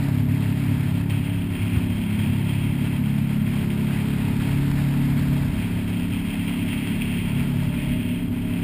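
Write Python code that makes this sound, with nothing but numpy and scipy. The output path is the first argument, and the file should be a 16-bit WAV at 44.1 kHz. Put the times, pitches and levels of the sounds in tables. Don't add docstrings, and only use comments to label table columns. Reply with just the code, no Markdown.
import sys
import numpy as np
from scipy import signal
from scipy.fft import rfft, irfft
from scipy.io import wavfile
from scipy.ndimage import uniform_filter1d

SR = 44100
rng = np.random.default_rng(int(sys.argv[2]) if len(sys.argv) > 2 else 0)


def natural_amplitude(level_db):
    exponent = np.asarray(level_db, float) / 20
    return 10 ** exponent


def dump(signal):
    limited = np.clip(np.atleast_2d(signal).T, -1, 1)
    pcm = np.round(limited * 32767).astype(np.int16)
    wavfile.write(sys.argv[1], SR, pcm)


N = 380583

# time_s, speed_hz
SHAFT_SPEED = [(0, 34.89), (1.5, 34.82), (3.2, 34.8), (3.7, 34.94), (5.5, 35.0), (8.63, 34.94)]
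# multiple_of_shaft_speed, level_db
STEADY_ORDERS = [(2, -48.5), (5, -30.5), (9, -50.5), (26, -68.5), (40, -65)]
# multiple_of_shaft_speed, mid_run_level_db, drift_db_per_s
WAVERING_ORDERS = [(1, -43.5, 1.1), (3, -33, -0.35), (4, -27, 0.), (6, -33, 0.), (7, -33, 0.24),
                   (8, -34, 0.), (10, -49.5, 0.), (11, -51.5, 0.), (12, -51, 0.14), (17, -59.5, 0),
                   (18, -56.5, 0.)]
# multiple_of_shaft_speed, start_s, length_s, change_db
ORDER_SWELLS = [(4, -.2, 0.56, 3.5), (4, 1.3, .9, -11.5), (4, 3, .3, 2.5), (4, 6, 0.27, -5),
                (4, 4.5, 0.93, 4), (4, 5.55, 1.12, -12), (4, 6.6, 0.7, -7), (4, 7.28, 0.37, 3),
                (4, 8, .9, -12.5), (3, -0.13, 3.07, 4), (3, 4.5, 0.56, -6), (3, 4, 0.59, 4),
                (3, 8.5, .35, 4), (6, -0.15, 2.0, -4.5), (6, .85, 0.21, -6), (6, 2, 0.43, 4.5),
                (6, 3.0, 1.32, 4.5), (6, 7.5, .2, -7), (6, 8.0, .7, -10), (7, 1, 0.43, -4),
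                (7, 2.5, 0.21, -8), (7, 3.9, 0.27, 4.5), (7, 4.5, 0.2, -8), (7, 5, 0.45, 4),
                (7, 6, .25, -4), (7, 8, 0.45, 3.5), (8, 1.95, 0.48, -7), (8, 3, .9, -6),
                (8, 4.5, 0.99, 2.5), (8, 5.5, .5, -4.5), (8, 7, 0.68, -9), (10, 1.38, 1.5, 6.5),
                (10, 5.3, 0.74, 4), (10, 3, 0.41, -6), (10, 3.38, 0.56, 8), (10, 6, 0.56, -6),
                (11, 2.5, 1.6, -10), (12, 0.6, 2.74, -6.5), (12, 3.5, 1.05, 4.5), (17, 4.5, 3.0, -5),
                (17, 7.5, .8, 6), (18, 7.7, 1.0, 3.5), (17, -0.5, .8, 2.5), (18, 2.0, 2.5, -7),
                (18, -0.3, 0.97, 5)]
# resonance_hz, width_hz
DELAY_PANELS = [(98, 18), (228, 6), (272, 20), (300, 10)]
# resonance_hz, width_hz, level_db
HULL_PANELS = [(95.7, 24.5, -33.5), (165, 67, -39), (235, 36, -35), (349, 94, -50.5), (620, 70, -56),
               (925, 92, -54)]
# time_s, spray_db, mist_db (mist before MIST_GAIN_DB)
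WATER_LEVELS = [(0, -49.5, -51.5), (.25, -47, -55.5), (.7, -45, -53.5), (1.4, -43.5, -59.5),
                (1.7, -40.5, -56.5), (2.3, -41, -56), (3.1, -43.5, -56.5), (3.9, -44, -53.5),
                (4.5, -43.5, -52), (5.3, -47, -52.5), (5.8, -41, -56), (6.4, -40, -56.5), (6.8, -37, -55.5),
                (7.25, -37, -55.5), (7.6, -44, -55.5), (7.8, -38, -57), (8.14, -40.5, -61),
                (8.3, -45.5, -60.5), (8.63, -42, -57.5)]
# resonance_hz, width_hz, relative_level_db
CASE_CAVITIES = [(2167, 490, -3), (2606, 485, 0), (3210, 135, -5)]
# frequency_hz, relative_density_db
WASH_SPECTRUM = [(300, -19), (420, -8.5), (512, -8), (618, -5), (950, -4), (1160, -9), (1700, -8),
                 (2600, -18.5), (4000, -48)]
# frequency_hz, relative_density_db
MIST_SPECTRUM = [(600, -33), (1300, -5.5), (2200, 0), (3200, -8.5), (3550, -7), (5220, -13.5),
                 (5900, -24.5), (7000, -50)]
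# landing_s, lift_s, lift_change_db, burst_db
BOW_LANDINGS = [(.29, 0.087, -4, 1.5), (1.52, 0.11, -2.5, 1), (.94, .04, 0, 4), (1.097, 0.096, -5.5, 10.5),
                (1.9, 0.14, -2, 1.5), (2.19, 0.055, -0.5, 6), (2.52, .07, 3.5, 2.5), (2.81, .04, -0.5, 2),
                (3.05, 0.096, -3.5, 3), (3.46, 0.13, -2, 5), (3.7, 0.092, -3.5, 2), (3.77, 0.034, -2, 2),
                (3.92, 0.081, -1, 3.5), (4.4, 0.078, -3.5, 3), (4.76, 0.14, -2, 1), (5.17, .06, -2, 4.5),
                (5.53, 0.057, -0.5, 1.5), (5.878, 0.071, -6.5, 0), (6.12, .05, -3, 5), (6.25, .06, -3, 0.5),
                (6.68, .04, -2, 1.5), (7.01, 0.085, -3, 2.5), (7.35, .06, -3.5, 0.5),
                (7.72, 0.059, -0.5, 1), (8.32, 0.13, -4.5, .5), (8.47, 0.11, -2, 3)]
# start_s, thud_peak_db, thud_hz, splash_start_db
WAVE_SLAPS = [(1.099, -23, 110, -36), (1.758, -9, 103.6, -50), (5.879, -32, 110, -44),
              (6.107, -22, 120, -43.5)]
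# start_s, length_s, change_db
WIND_GUSTS = [(1.25, .4, 5.5), (4.1, 1.6, 6), (5.2, 0.76, 2.5), (1.9, 0.37, 4), (6.35, .2, -10),
              (7.85, .15, 7), (8.2, .2, 2)]

SWELL_EDGE_S, WAVER_DB = 0.14, 0.6
CHURN_ABOVE_HZ, CHURN_DB_PER_MIST_DB = 800, 0.87
MIST_REF_DB, MIST_GAIN_DB = -55, 9.5
WASH_AT_REF_DB, WASH_DB_PER_MIST_DB = -44.5, 0.72
BURST_DECAY_S, LANDING_SMOOTH_S, CHOP_DB = 0.059, 0.0052, 0.75
WIND_DB, GUST_EDGE_S = -40, 0.15


def engine():
    speed_hz, = curves(SHAFT_SPEED)
    turn_rad = 2 * np.pi * np.cumsum(speed_hz) / SR + 0.054 * walk(8)
    orders = [(row[0], order_db(*row)) for row in WAVERING_ORDERS] + STEADY_ORDERS
    drone = 0
    for k, level_db in orders:
        slip_rad = 0.02 * k * walk(12) + 0.2 * walk(1.48)
        flutter_db = (0.4 + 0.1 * k) * walk(12)
        wave = np.sqrt(2) * np.cos(k * turn_rad - panel_lag_rad(k) + slip_rad)
        drone = drone + natural_amplitude(level_db + flutter_db) * wave
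    return drone, turn_rad


def panel_lag_rad(k):
    hz = k * SHAFT_SPEED[0][1]
    return sum(np.arctan2(width_hz * hz, panel_hz ** 2 - hz ** 2) for panel_hz, width_hz in DELAY_PANELS) - 0.7


def order_db(k, mid_run_db, drift_db_per_s):
    swells = [row[1:] for row in ORDER_SWELLS if round(row[0]) == round(k)]
    drift_db = drift_db_per_s * (np.arange(N) - N / 2) / SR
    return mid_run_db + drift_db + bumps(swells, SWELL_EDGE_S) + WAVER_DB * walk(3.5)


def hull():
    mist_db = curves(WATER_LEVELS)[1]
    churn_db = CHURN_DB_PER_MIST_DB * (mist_db - MIST_REF_DB)
    total = 0
    for hz, width_hz, level_db in HULL_PANELS:
        panel_db = level_db + 1.4 * walk(1.95) + churn_db * (hz > CHURN_ABOVE_HZ)
        total = total + natural_amplitude(panel_db) * ring_twice(rng.standard_normal(N), hz, width_hz)
    return total


def water(turn_rad):
    spray_db, mist_db = curves(WATER_LEVELS)
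    wash_db = WASH_AT_REF_DB + WASH_DB_PER_MIST_DB * (mist_db - MIST_REF_DB)
    quick_db = landings_db()
    surge = natural_amplitude(0.5 * walk(25) + 0.5 * walk(70) + 0.37 * np.sin(turn_rad))
    wash, mist = droplets(1.3, count=2)
    wash = natural_amplitude(wash_db + 0.41 * quick_db) * colour(wash, WASH_SPECTRUM)
    mist = natural_amplitude(mist_db + MIST_GAIN_DB + 0.43 * quick_db) * colour(mist, MIST_SPECTRUM)
    return surge * (natural_amplitude(spray_db + quick_db) * spray() + wash + mist)


def spray():
    total = 0
    for grains, (hz, width_hz, level_db) in zip(droplets(1.9, count=len(CASE_CAVITIES)), CASE_CAVITIES):
        total = total + natural_amplitude(level_db + 0.3 * walk(9.9)) * ring_twice(grains, hz, width_hz)
    return unit(total)


def droplets(spread_db, count=1):
    size_db = spread_db * rng.exponential(size=N // 64 + 1).repeat(64)
    size = natural_amplitude(uniform_filter1d(size_db, size=64)[:N])
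    return size * rng.standard_normal((count, N))


def landings_db():
    t_s, total_db = np.arange(N) / SR, CHOP_DB * walk(14)
    for land_s, lift_s, lift_change_db, burst_db in BOW_LANDINGS:
        before_db = lift_change_db * np.clip(2 + 2 * (t_s - land_s) / lift_s, 0, 1)
        after_db = burst_db * np.exp(-np.abs(t_s - land_s) / BURST_DECAY_S)
        total_db = total_db + np.where(t_s < land_s, before_db, after_db)
    return uniform_filter1d(total_db, size=int(LANDING_SMOOTH_S * SR))


def slaps():
    out, t_s = np.zeros(N), np.arange(SR // 8) / SR
    splash = ring(ring(rng.standard_normal(N), 1800.0, 2400.0), 1800.0, 2400.0)
    for start_s, thud_db, thud_hz, splash_db in WAVE_SLAPS:
        i = int(start_s * SR)
        swing = -np.cos(2 * np.pi * thud_hz * (t_s - 0.015))
        thud = swing * np.exp(-((t_s - 0.017) / 0.0095) ** 2)
        burst = np.exp(-t_s / 0.0051) * splash[i:i + len(t_s)]
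        out[i:i + len(t_s)] += natural_amplitude(thud_db) * thud + natural_amplitude(splash_db) * burst
    return out


def wind():
    buffet = ring(ring(rng.standard_normal(N), 57.0, 80.0), 55.0, 81.0)
    return natural_amplitude(WIND_DB + bumps(WIND_GUSTS, GUST_EDGE_S) + 0.59 * walk(11)) * buffet


def unit(x):
    return x / np.sqrt(np.mean(x ** 2))


def walk(rate_hz):
    k = int(SR / rate_hz)
    steps = np.repeat(rng.standard_normal(N // k + 1), k)
    return unit(uniform_filter1d(uniform_filter1d(steps, k), k)[:N])


def ring(x, hz, width_hz):
    return unit(signal.lfilter(*signal.iirpeak(hz, hz / width_hz, fs=SR), x))


def ring_twice(x, hz, width_hz):
    return ring(ring(x, hz, width_hz), hz, 2 * width_hz)


def colour(x, spectrum):
    hz, level_db = np.transpose(spectrum)
    bin_hz = np.maximum(np.fft.rfftfreq(N, 1 / SR), 1)
    gain = natural_amplitude(np.interp(np.log(bin_hz), np.log(hz), level_db))
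    return unit(irfft(rfft(x) * gain, N))


def curves(table):
    time_s, *columns = np.transpose(table)
    return [np.interp(np.arange(N) / SR, time_s, column) for column in columns]


def bumps(rows, edge_s):
    t_s = np.arange(0, N, 64) / SR
    total_db = np.zeros(len(t_s))
    for start_s, length_s, change_db in rows:
        rise = np.tanh(2 * (t_s - start_s) / edge_s)
        fall = np.tanh(2 * (t_s - start_s - length_s) / edge_s)
        total_db += change_db * (rise - fall) / 2
    return np.interp(np.arange(N) / SR, t_s, total_db)


def scene():
    drone, turn_rad = engine()
    return (drone + hull() + water(turn_rad) + slaps() + wind())[None]


def low_pass(x):
    return signal.sosfilt(signal.butter(12, 16500, fs=SR, output="sos"), x)


def record(dry):
    slow = signal.resample_poly(dry, 40, 147, axis=1)
    held = np.repeat(slow, 4, axis=1)
    full = signal.resample_poly(held, 147, 160, axis=1)[:, :N]
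    top_cut = signal.ellip(12, 0.2, 50, 15300, fs=SR, output="sos")
    mix = signal.sosfilt(top_cut, full)
    return low_pass(mix)


dry = scene()
out = record(dry)
dump(out)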